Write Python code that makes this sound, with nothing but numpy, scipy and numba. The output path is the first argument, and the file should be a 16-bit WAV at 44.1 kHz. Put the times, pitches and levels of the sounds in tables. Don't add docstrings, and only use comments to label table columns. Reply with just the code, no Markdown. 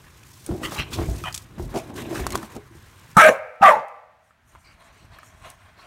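import sys
import numpy as np
from scipy import signal
from scipy.fft import rfft, irfft, next_fast_len
from scipy.io import wavfile
from scipy.ndimage import uniform_filter1d, minimum_filter1d, map_coordinates
from numba import njit

SR = 44100
rng = np.random.default_rng(int(sys.argv[2]) if len(sys.argv) > 2 else 0)


def voltage_ratio(decibels):
    exponent = np.asarray(decibels, float) / 20
    return 10 ** exponent


def digitize_waveform(pressure):
    field = np.atleast_2d(pressure).T
    bounded = np.clip(field, -1, 1)
    quanta = np.round(bounded * 32767).astype(np.int16)
    wavfile.write(sys.argv[1], SR, quanta)


N = 258426
BLOW_AGE = np.arange(SR // 3) / SR

# frequency in Hz, density in dB per Hz.
ROOM_AIR = [(15, -41), (74, 6), (302, -12), (595, -19), (800, -9), (1530, -4.5), (4920, -23.5),
            (16200, -35.5)]
# time in seconds, level in dB, rumble in dB relative to the rest.
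GAIN_RIDE = [
    (0, 0.5, -3.5),
    (2.8, 3, -7),
    (3.16, 3, -5),
    (3.3, 12, -6),
    (3.44, 7, 0),
    (3.55, 1.5, -11),
    (3.9, 3, -13),
    (4.05, -2.5, 0.5),
    (4.3, -3.5, 1.5),
    (5.86, 4.5, -2.5),
]
# frequency in Hz, decay by 60 dB in seconds, level in dB.
ROOM_RING = [(380, 0.85, -27.5), (463, 0.92, 3.5), (620, 0.98, -2), (900, 0.8, 2), (1300, .75, -2.5),
             (2600, 0.88, -1.5), (4153, 0.18, -6), (7000, 0.25, -7.5)]
# frequency in Hz, density in dB per Hz.
HOUSE_HUM = [(15, -4), (49, 3), (97, 3), (155, -8), (240, -12.5), (450, -20.5), (580, -79), (990, -120)]
# time in seconds, level in dB.
HUM_RETURN = [
    (3.95, -69),
    (4.0, -85),
    (4.41, -66.5),
    (4.47, -59.5),
    (4.75, -53),
    (5.86, -53),
]
# start and end in seconds, breath in dB, nose and teeth in dB relative to the breath.
PANTS = [(4.238, 4.296, -89.5, -7, 15.5), (4.487, 4.532, -70.5, -3, 5.5), (4.533, 4.568, -59.5, -4, -10),
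         (4.596, 4.662, -72.5, -9, 6), (4.657, 4.735, -65, 7, -4), (4.804, 4.891, -54.5, -6, -12),
         (4.943, 5.052, -60.5, 3, -5.5), (5.132, 5.166, -51, -5.5, -14), (5.183, 5.244, -59, -1.5, -18),
         (5.254, 5.277, -71.5, 9, 14), (5.307, 5.366, -58.5, -9, -16), (5.386, 5.43, -65, -11, 1),
         (5.453, 5.482, -45.5, -4.5, -13.5), (5.502, 5.525, -63, -13, 3), (5.595, 5.694, -58, -6.5, -12),
         (5.79, 5.897, -54, -0.5, -12)]
# resonance in Hz, width in Hz, level in dB.
OPEN_JAWS = [(644, 75, 9.5), (1065, 100, 7.5), (1312, 259, -1), (1950, 648, -3.5), (2590, 140, -6),
             (3250, 75, -3), (4016, 380, -12)]
# frequency in Hz, density in dB per Hz.
NOSE_HISS = [(1760, 9.5), (3000, 10), (3330, -14.5), (3570, -1), (4150, 7), (6500, -9.5), (8450, -23),
             (14300, -120)]
# frequency in Hz, density in dB per Hz.
TEETH_HISS = [(3240, -74), (5500, 1.5), (7680, 0), (8960, 1.5), (10600, -8.5), (11600, -4), (16200, -16.5)]
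# start and end in seconds, level in dB, share of the length at the peak.
SNORTS = [
    (0.633, 0.683, -28, 0.5),
    (0.784, 0.833, -25, 0.24),
    (0.931, 0.961, -29.5, 0.51),
    (1.248, 1.306, -28.5, 0.57),
    (1.746, 1.822, -31.5, 0.43),
    (4.642, 4.729, -56.5, 0.37),
]
# resonance in Hz, width in Hz, level in dB.
NASAL = [
    [(1200, 350, 2), (1963, 240, 4), (3030, 540, -2), (4450, 330, -2), (7390, 9900, -9)],
    [(1200, 900, -3.5), (2100, 610, 0.5), (2730, 340, 3), (3240, 260, 1), (3980, 580, -4.5),
     (5760, 710, -8)],
    [(1460, 300, 3.5), (2500, 500, 4.5), (3400, 1000, 6.5), (6400, 7300, 0.5)],
    [(673, 270, -1), (1220, 474, 0.5), (1970, 770, -3.5), (2500, 113, 1.5), (3060, 300, -2.5)],
    [(650, 110, 4), (1180, 920, -9), (2216, 600, -6), (5800, 7800, -12)],
    [(4730, 440, 1), (2260, 260, 2.5)],
]
# time in seconds, peak in dB, ring in Hz, slap in dB relative to the peak.
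BUMPS = [(0.489, -13, 317, -21), (0.511, -19, 212, -15.5), (0.546, -21, 343, -28), (0.72, -26, 175, 0.5),
         (0.986, -18.5, 335, -7), (1.016, -22, 339, -22), (1.236, -28, 174, -17), (1.581, -29, 185, -4.5),
         (1.597, -20, 354, -24), (1.74, -21.5, 361, -6.5), (1.759, -19, 345, -5),
         (2.109, -18.5, 332, -10.5), (2.193, -21, 386, -5.5), (2.339, -23, 357, -10), (2.429, -26, 214, -4),
         (2.563, -28, 231, -14)]
# time in seconds, peak in dB, pitch in Hz, decay by 60 dB in seconds.
THUDS = [(.505, -27, 103, 0.17), (0.788, -19, 58, 0.17), (1, -17.5, 66.5, 0.12), (1.087, -14, 58, 0.28),
         (1.623, -23, 46.2, 0.48), (2.205, -25.5, 60.5, 0.44), (2.34, -31, 70.7, 0.14),
         (0.622, -37, 338, 0.036), (0.758, -33.5, 846, 0.2), (0.775, -34, 3960, 0.093),
         (0.8, -33, 3150, 0.11), (1.216, -33.5, 337, 0.073), (1.58, -27, 204, .1), (2.065, -35, 310, 0.16),
         (2.379, -31, 335, 0.15), (2.576, -36, 416, 0.16), (2.71, -42.5, 335, 0.089),
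         (2.752, -40, 338, 0.064)]
# time in seconds, peak in dB, pitch in Hz, decay by 60 dB in
# seconds.
SNAPS = [(0.232, -40, 2500, .004), (0.513, -26.5, 900, 0.0076), (0.634, -41, 1800, .006),
         (0.7206, -25, 1100, 0.009), (0.992, -20, 490, 0.014), (0.9967, -14, 380, 0.012),
         (1.017, -17, 300, 0.013), (1.0877, -29.5, 666, 0.071), (1.2391, -23.5, 1266, 0.049),
         (1.7623, -14, 480, .015), (1.5968, -25.5, 900, 0.009), (1.898, -28.5, 252, 0.046),
         (1.903, -30, 845, .015), (2.2668, -8.5, 1120, 0.0064), (2.3544, -7.5, 1150, 0.0067),
         (2.357, -15.5, 699.5, 0.005), (2.343, -22, 1099, .008), (4.308, -47, 1300, 0.017),
         (4.551, -36, 1200, 0.015), (5.1865, -35, 1710, .01), (5.1876, -42.5, 12000, 0.004),
         (5.2315, -35, 1720, .01), (5.502, -26, 9460, 0.0032), (1.3435, -22, 4100, 0.0032),
         (1.3475, -20, 5400, .003), (1.3775, -25.5, 3600, 0.0058), (0.4633, -24, 8930, 0.011),
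         (2.127, -19, 600, 0.013), (2.329, -30, 4180, 0.018), (1.09, -23, 140, 0.034)]
# time in seconds, ring peak in dB, ring in Hz, crack in dB.
TICKS = [(0.234, -41, 2500, -49.5), (0.464, -25, 9200, -33), (0.49, -40, 940, -54),
         (0.637, -23, 1850, -40.5), (0.639, -18.5, 8700, -45), (0.656, -22.5, 2020, -42.5),
         (0.696, -50, 7500, -41.5), (0.721, -29, 1180, -36), (0.76, -31, 2350, -51),
         (0.906, -48, 6000, -45.5), (0.934, -30, 2390, -32), (0.947, -33, 3720, -33),
         (0.987, -22, 790, -50), (1.238, -26, 2470, -39), (1.258, -35, 2500, -45), (1.326, -25, 4930, -36),
         (1.344, -34, 2470, -25.5), (1.348, -26.5, 3650, -26), (1.361, -33, 2420, -30),
         (1.3775, -38.5, 2600, -27.5), (1.598, -45, 1200, -50), (1.741, -28, 900, -48.5),
         (1.763, -29, 696, -44.5), (1.779, -43, 8520, -38), (1.787, -40, 8530, -38), (1.903, -28, 790, -55),
         (1.942, -35, 6500, -48.5), (2.127, -22, 710, -50.5), (2.267, -24, 1260, -23),
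         (2.305, -28.5, 2200, -29.5), (2.3225, -32, 2070, -30), (2.35, -34.5, 1080, -35),
         (2.355, -19, 1130, -22.5), (2.376, -34, 1020, -35.5), (2.429, -26.5, 1300, -39),
         (2.565, -31, 920, -40.5), (3.114, -52, 1440, -48), (3.559, -58.5, 9100, -66.5),
         (3.884, -43, 9246, -54.5), (4.307, -45, 1304, -74.5), (4.551, -44, 1235, -72),
         (4.556, -34, 1007, -68), (5.187, -33, 1285, -52.5), (5.199, -47, 5180, -64),
         (5.231, -32.5, 1275, -65), (5.502, -35, 8800, -42)]
# ratio to the ring, level in dB.
CLAW_PARTS = [(1, 0), (1.38, -4), (2.05, -15), (2.68, -19)]
# time in seconds, bounce in dB, skin in dB, fall by 20 dB in seconds.
SHOVES = [(0.522, -24, -27.5, 0.06), (0.635, -35, -32.5, -0.175), (0.798, -27, -35, 0.06),
          (.93, -58, -47, -0.5), (1.006, -25, -31, 0.1758), (1.111, -28.5, -36.5, -0.15),
          (1.25, -37, -65, 0.3), (1.602, -26, -37, 0.02), (1.64, -33, -41, 0.21),
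          (1.761, -49, -20.5, -0.0376), (2.0, -39.5, -35, 0.39), (2.15, -52, -31.5, 0.2243),
          (2.22, -29.5, -35.5, 0.14), (2.345, -34, -31.5, 0.1155), (2.564, -38, -35, 0.05),
          (2.66, -40, -63, 0), (2.769, -47.5, -66, 0.24)]
# resonance in Hz, width in Hz, level in dB.
BOUNCE_MODES = [(58, 74, 5), (119, 64, 8)]
# resonance in Hz, width in Hz, level in dB.
SKIN_MODES = [(133.4, 24, 0.5), (231, 54, 2), (350, 76, 4.5), (641, 120, -4), (781, 150, -5.5)]
# start and end in seconds, rub in dB, slide hiss in dB.
STROKES = [(-.1, 0.281, -60.5, -61), (0.27, 0.579, -67, -54.5), (0.58, 0.625, -58, -55.5),
           (0.628, 0.692, -44.5, -46.5), (0.713, 0.799, -42.5, -41), (0.824, 0.899, -52.5, -58),
           (0.919, 1.036, -43.5, -45.5), (1.057, 1.294, -53, -48), (1.326, 1.428, -66, -53.5),
           (1.595, 1.653, -71, -52.5), (1.693, 1.897, -52, -56.5), (1.963, 2.024, -42.5, -44.5),
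           (2.035, 2.08, -51.5, -54.5), (2.096, 2.137, -44, -48), (2.147, 2.207, -36.5, -41),
           (2.215, 2.306, -43.5, -52.5), (2.326, 2.352, -39, -47.5), (2.364, 2.46, -51.5, -50.5),
           (2.502, 2.565, -51, -54), (2.737, 3.167, -60.5, -61.5)]
# frequency in Hz, density in dB per Hz.
RUB_TONE = [(290, -30.5), (500, -5.5), (750, -12.5), (1050, 2.5), (1320, -6.5), (1600, -3.5), (4000, -12),
            (8800, -100)]
# frequency in Hz, density in dB per Hz.
SLIDE_TONE = [(1500, -18.5), (3000, -5), (6000, -1.5), (9500, -3.5), (10400, -9), (12000, -5),
              (16200, -13.5)]
# time in seconds, effort in dB, throat pitch in Hz, gape 0 to 1,
# fold lock 0 to 1.
BARKS = [
    [(3.158, -39.5, 908, 0.9, 0.6), (3.166, -32.5, 912, 0.9, 0.18), (3.169, -6, 898.4, 1, 0),
     (3.19, -5.5, 880, 0.5, 0.5), (3.213, -5, 848.4, 0.3, 0), (3.219, -6, 629, 1, 0.94),
     (3.293, -9.5, 618.3, 0.4, 0.63), (3.3, -16.5, 514.4, 0.5, 0), (3.39, -40, 572, .15, .3)],
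    [(3.606, -43.5, 758, 0.6, 0.04), (3.62, -23, 757.3, 0.9, 0.1), (3.629, -6.5, 790.6, 0.38, 0.82),
     (3.645, -7, 781.6, 0.2, 0.3), (3.667, -6, 750.4, 0.7, 0.58), (3.678, -6.5, 650, 0.6, 0.55),
     (3.702, -12, 602.7, 1, 0.7), (3.725, -16, 583.3, 0, 0.06), (3.85, -43, 560, 0, 0.36)],
]
# time in seconds, resonance in Hz, level in dB relative to effort,
# clean share 0 to 1, throat in dB relative to effort.
JAWS = [
    [(3.16, 1326, -7, 0.24, -7.5), (3.184, 1220, 0, 0.2, -8), (3.195, 1321, -1, 0.35, -6.5),
     (3.21, 1400, -7, 0.4, -7), (3.232, 1272, -2, 0.3, -4.5), (3.25, 1207, -14, 0, 0.5),
     (3.3, 1120, -14, .05, 3), (3.39, 958, -10.5, .05, 0)],
    [(3.617, 1254, -9, 0.1, -1), (3.632, 1288, -.5, 0.65, 0), (3.655, 1169, -1, 0.5, -5),
     (3.675, 1180, 3, 0.76, -8), (3.687, 1220, -3, 0.4, 0), (3.705, 1116, -5.5, 0, -3),
     (3.72, 905, 0.5, 0.6, -3), (3.747, 860, 0, 0.8, -3), (3.85, 900, -4, 0, 3.5)],
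]
# resonance in Hz, width in Hz, level in dB.
PALATE = [
    [(1567, 89, 7), (2290, 130, 2), (2800, 800, -8.5)],
    [(1590, 200, -13), (1930, 250, 1.5), (2260, 240, -1), (2470, 170, -7), (3160, 240, -4.5)],
]
# frequency in Hz, density in dB per Hz.
RASP = [(1760, -28.5), (3000, -14.5), (3840, -7), (4780, -25), (5470, -8), (10000, -12.5), (15200, -20.5),
        (16200, -22)]
# time in seconds, peak in dB, pitch in Hz.
JAW_POPS = [
    (3.1675, -12, 1050),
    (3.168, -6, 150),
    (3.611, -21, 168),
    (3.618, -25, 2150),
]
# one level per bark, in dB relative to effort.
CHEST_DB = [-22, -25]
OVERTONES_DB = [-17, -24]

PALATE_DB, PALATE_GROWS, PALATE_LAG_S = [3.5, -2.5], 1.9, 0.018
RASP_DB, RASP_GROWS, RASP_GAPE_DB = [-24, -30.5], 1.08, 4.5
LARYNX_HZ = 415
SHOVE_RISE, REST_BOUNCE_DB, REST_SKIN_DB = 0.73, -51, -63.5
TOUCH_S, RUB_FADE_S, SLIDE_FADE_S = 0.02, 0.095, 0.041
REST_RUB_DB, REST_SLIDE_DB = -60.5, -64
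PLAY_ENDS_S = 3.16
PANT_RISE_S, PANT_FADE_S = 0.0537, 0.084
BUMP_T60_S, CLAW_T60_S = 0.083, 0.019
CLAW_CYCLES = 52
TILE_LAG_S, TILE_ECHO = 0.0009, 0.28
MIC_HZ, TOP_HZ, END_HZ = 34.16, 15800, 16630


def unit(x):
    return x / np.sqrt(np.mean(x ** 2) + 1e-20)


def steady(x, span=0.078):
    return x / np.sqrt(np.abs(uniform_filter1d(x * x, round(span * SR))) + 1e-20)


def along(points, hz, column=1):
    p = np.transpose(points)
    return np.interp(np.log(hz + 1), np.log(p[0] + 1), p[column])


def curves(rows, fade=0.0096):
    s, *cols = np.transpose(rows)
    t = np.arange(N) / SR
    gate = np.clip(np.minimum(t - s[0] + fade, s[-1] + fade - t) / fade, 0, 1)
    return [gate] + [np.interp(t, s, c) for c in cols]


def swells(start, end, db, rise_s, fall_s, rest_db=-120):
    t = np.arange(0, N + 32, 32)[:, None] / SR
    before, after = (start - t) / np.abs(rise_s), (t - end) / np.abs(fall_s)
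    under = np.maximum(0, np.maximum(before, after))
    power = voltage_ratio(2 * (db - 20 * under)).sum(axis=1) + voltage_ratio(2 * rest_db)
    return np.interp(np.arange(N) / SR, t[:, 0], np.sqrt(power))


def wobble(rate):
    return map_coordinates(rng.standard_normal(int(N * rate / SR) + 4), [np.arange(N) * rate / SR])


def grainy(rate, depth_db, patchy_db=3):
    z = signal.stft(rng.standard_normal(N), nperseg=256)[2]
    field = uniform_filter1d(rng.standard_normal(z.shape), size=3, axis=0)
    field = uniform_filter1d(field, size=12, axis=1)
    patchy = signal.istft(z * voltage_ratio(patchy_db * unit(field)), nperseg=256)[1][:N]
    return patchy * voltage_ratio(depth_db * wobble(rate))


def filtered(x, response):
    m = next_fast_len(N + SR // 2)
    return irfft(rfft(x, m) * response(np.fft.rfftfreq(m, 1 / SR)), m)[:N]


def shaped(x, spectrum):
    return unit(filtered(x, lambda hz: voltage_ratio(along(spectrum, hz))))


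def modes(table):
    def response(f):
        return sum((-1) ** k * voltage_ratio(db) * 1j * f * w / (c * c - f * f + 1j * f * w)
                   for k, (c, w, db) in enumerate(table))
    return response


@njit
def glide(x, pole, turn):
    y = np.zeros(len(x))
    for i in range(2, len(x)):
        y[i] = x[i] - x[i - 2] + 2 * pole * np.cos(turn[i]) * y[i - 1] - pole * pole * y[i - 2]
    return y


def place(track, s, sound):
    track[round(s * SR):][:len(sound)] += sound


def ring(db, hz, t60):
    return voltage_ratio(db - 60 * BLOW_AGE / t60) * np.sin(2 * np.pi * hz * BLOW_AGE)


def room_air():
    air = shaped(rng.standard_normal(N), ROOM_AIR)
    duck_db, rumble_db = curves(GAIN_RIDE)[1:]
    rumble = filtered(air, lambda f: 1 / (1 + (f / 220) ** 4))
    return voltage_ratio(-61 + duck_db) * (air - rumble + voltage_ratio(rumble_db) * rumble)


def kitchen(x):
    hz, t, z = signal.stft(rng.standard_normal(SR), SR, nperseg=1024)
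    decay_db = along(ROOM_RING, hz, column=2)[:, None] - 60 * t / along(ROOM_RING, hz)[:, None]
    tail = signal.istft(z * voltage_ratio(decay_db), SR, nperseg=1024)[1]
    power = np.abs(z) ** 2
    tail /= np.sqrt(np.sum(power * voltage_ratio(-120 * t / 2.0)) / np.sum(power) * SR)
    return signal.fftconvolve(np.pad(x, (300, 0)), tail)[:N]


def walls(x, count=8):
    lag, sign = rng.uniform(0.002, 0.028, count), rng.choice([-1, 1], count)
    return x + sum(voltage_ratio(-20 - 300 * s) * k * np.roll(x, round(s * SR)) for s, k in zip(lag, sign))


def panting():
    gate, hum_db = curves(HUM_RETURN, fade=0.088)
    start, end, db, nose_db, teeth_db = np.transpose(PANTS)

    def pant(level_db):
        return swells(start, end, level_db, PANT_RISE_S, PANT_FADE_S)

    breath = unit(filtered(grainy(90, depth_db=-2.0, patchy_db=0.5),
                           lambda f: modes(OPEN_JAWS)(f) * f * f / (450 ** 2 + f * f)))
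    nose = shaped(grainy(70, depth_db=0.0), NOSE_HISS)
    teeth = shaped(grainy(180, depth_db=1.5), TEETH_HISS)
    hum = shaped(grainy(9.2, depth_db=-1.5), HOUSE_HUM)
    breathing = pant(db) * breath + pant(db + nose_db) * nose + pant(db + teeth_db) * teeth
    return gate * (voltage_ratio(hum_db) * hum + breathing)


def snorts():
    t, out = np.arange(N) / SR, np.zeros(N)
    slips = 0.7 + np.abs(wobble(500))
    for (start, end, db, peak), nose in zip(SNORTS, NASAL):
        loudest = start + np.clip(peak, 0.05, 0.95) * (end - start)
        swell = np.interp(t, [start - 0.006, start, loudest, end - 0.014, end + 0.018], [0, 0.5, 1, 0.4, 0])
        air = slips * grainy(180, depth_db=0.0, patchy_db=2.5)
        out += voltage_ratio(db) * swell * steady(filtered(air, lambda f: modes(nose)(f) ** 2), span=0.02)
    return out


def bumps():
    low, slap = np.zeros((2, N + SR))
    for s, db, hz, slap_db in BUMPS:
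        place(low, s, ring(db, hz, BUMP_T60_S) * (1 - np.exp(-BLOW_AGE / 0.0056)))
        place(slap, s, voltage_ratio(db + slap_db + 4.0 - 60 * BLOW_AGE / 0.11))
    slap *= rng.standard_normal(N + SR)
    return low[:N] + filtered(slap[:N], modes([(650, 370, 6), (1339, 1500, -14.0)]))


def thuds_and_snaps():
    out = np.zeros(N + SR)
    for s, db, hz, t60 in THUDS:
        place(out, s, ring(db, hz, t60))
    for s, db, hz, t60 in SNAPS:
        place(out, s, -ring(db, hz, abs(t60)))
    return out[:N]


def claws():
    body, crack, click = np.zeros((3, N + SR))
    crack_fall = 0.56 * voltage_ratio(-60 * BLOW_AGE / 0.024) + 0.37 * voltage_ratio(-60 * BLOW_AGE / 0.042)
    for s, db, hz, crack_db in TICKS:
        parts = sum(ring(db + part_db, k * hz, min(CLAW_T60_S, CLAW_CYCLES / (k * hz)))
                    for k, part_db in CLAW_PARTS if k * hz < TOP_HZ)
        place(body, s, parts * (1 - np.exp(-BLOW_AGE / 0.00087)))
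        place(crack, s, voltage_ratio(crack_db + 3.5) * crack_fall)
        click[round(s * SR)] += voltage_ratio(crack_db + 18.5)
    crack = crack * rng.standard_normal(N + SR) + click

    def tile(f):
        echo = 1 + TILE_ECHO * np.exp(-2j * np.pi * f * TILE_LAG_S)
        return modes([(7000, 8000, 0)])(f) / (1 + (f / 13000) ** 4) * echo

    return body[:N] + filtered(crack[:N], tile)


def balloon():
    s, bounce_db, skin_db, fall = np.transpose(SHOVES)
    start, end, rub_db, slide_db = np.transpose(STROKES)
    gate = curves([(0, 0), (PLAY_ENDS_S, 0)])[0]
    bounce = steady(filtered(grainy(27, depth_db=1.5), modes(BOUNCE_MODES)), span=0.05)
    skin = steady(filtered(grainy(60, depth_db=0.0),
                           lambda f: modes(SKIN_MODES)(f) / (1 + (f / 1100) ** 2)), span=0.026)
    rub = shaped(grainy(120, depth_db=2.0), RUB_TONE)
    slide = shaped(grainy(150, depth_db=2, patchy_db=1.2), SLIDE_TONE)
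    out = swells(s, s, bounce_db, SHOVE_RISE * fall, fall, REST_BOUNCE_DB) * bounce
    out += swells(s, s, skin_db, SHOVE_RISE * fall, fall, REST_SKIN_DB) * skin
    out += swells(start, end, rub_db, TOUCH_S, RUB_FADE_S, REST_RUB_DB) * rub
    out += swells(start, end, slide_db, TOUCH_S, SLIDE_FADE_S, REST_SLIDE_DB) * slide
    return gate * out


def jaw_pops():
    t, out = np.arange(N) / SR, np.zeros(N)
    for s, db, hz in JAW_POPS:
        age = np.clip(t - s, 0, None)
        swings = hz * (age + 0.0033 * (1 - np.exp(-age / 0.011)))
        out += voltage_ratio(db - 60 * age / 0.048) * np.sin(2 * np.pi * swings) * (1 - np.exp(-age / 0.00046))
    return out


def tube(folds, hz, width_hz):
    turn = 2 * np.pi * hz / SR
    once = glide(folds, np.exp(-np.pi * width_hz / SR), turn)
    return steady(glide(once, np.exp(-np.pi * 1.5 * width_hz / SR), turn), span=0.012)


def barks():
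    out, t = np.zeros(N), np.arange(N) / SR
    for rows, upper, chest_db, jaws, roof_db, hiss_db in zip(BARKS, PALATE, CHEST_DB, JAWS, PALATE_DB, RASP_DB):
        gate, effort_db, low_hz, gape, clear = curves(rows)
        mouth_hz, jaw_db, pure, throat_db = curves(jaws)[1:]
        late_db = -40 * np.exp(-np.clip(t - rows[0][0], 0, None) / PALATE_LAG_S)
        palate_db = roof_db + PALATE_GROWS * effort_db + late_db
        rasp_db = hiss_db + RASP_GROWS * effort_db + RASP_GAPE_DB * gape

        waver = wobble(90)
        cycle = np.cumsum(low_hz * (1 + 0.01193 * waver)) / SR
        puff = 1 + 0.44 * np.cos(2 * np.pi * cycle)
        folds = puff * grainy(150, depth_db=-0.5)

        locked = sum(voltage_ratio(db) * np.sin(2 * np.pi * k * cycle)
                     for k, db in enumerate([0] + list(OVERTONES_DB), start=1))
        share = np.clip(clear, 0, 1)
        low = np.sqrt(2 * share) * locked + np.sqrt(1 - share) * tube(folds, low_hz, 200)

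        mouth_cycle = np.cumsum(mouth_hz * (1 + 0.015 * waver[::-1])) / SR
        whistle = voltage_ratio(2.5 * waver) * np.sin(2 * np.pi * mouth_cycle)
        rough = 0.7 * tube(folds, mouth_hz, 90) + 0.7 * tube(folds, mouth_hz, 380)
        clean = np.clip(pure, 0, 1)
        mouth = np.sqrt(1 - clean) * rough + np.sqrt(2 * clean) * whistle

        palate = steady(filtered(folds, lambda f: modes(upper)(f) / (1 + (f / 3300) ** 4)))
        rasp = shaped(puff * grainy(300, depth_db=1.5, patchy_db=3.5), RASP)
        chest = unit(filtered(grainy(30, depth_db=3.5), lambda f: modes([(200, 350, 0)])(f) ** 2))

        voiced = gate * (voltage_ratio(effort_db + throat_db) * low + voltage_ratio(effort_db + jaw_db) * mouth)
        out += filtered(voiced, lambda f: 1 / (1 + (LARYNX_HZ / (f + 1)) ** 6))
        out += gate * (voltage_ratio(palate_db) * palate + voltage_ratio(rasp_db) * rasp)
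        out += gate * voltage_ratio(chest_db + 0.95 * effort_db) * chest
    return out + jaw_pops()


def scene():
    voice = walls(barks())
    taps = bumps() + thuds_and_snaps() + claws()
    air_bursts = snorts()
    flutter = wobble(320)
    voice_ring = voltage_ratio(-15.5) * kitchen(voice * unit(1.3 + flutter))
    play_ring = voltage_ratio(-10.0) * kitchen(taps + air_bursts * unit(flutter))
    background = panting() + room_air()
    play = taps + air_bursts + play_ring + balloon()
    return (voltage_ratio(0.5) * voice + voice_ring + play + background)[None]


def top_cut(x):
    return signal.sosfilt(signal.butter(12, 16630, fs=SR, output="sos"), x)


def record(dry):
    need = np.minimum(1, 0.98 / (np.abs(dry[0]) + 1e-9))
    gain = uniform_filter1d(minimum_filter1d(need, size=129), size=65)

    def microphone(hz):
        treble = np.where(hz < TOP_HZ, 1, voltage_ratio(-24.5)) * (hz < END_HZ)
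        return treble * hz * hz / (hz * hz + MIC_HZ ** 2)

    mix = filtered(dry[0] * gain, microphone)
    return top_cut(mix[None])


dry = scene()
out = record(dry)
digitize_waveform(out)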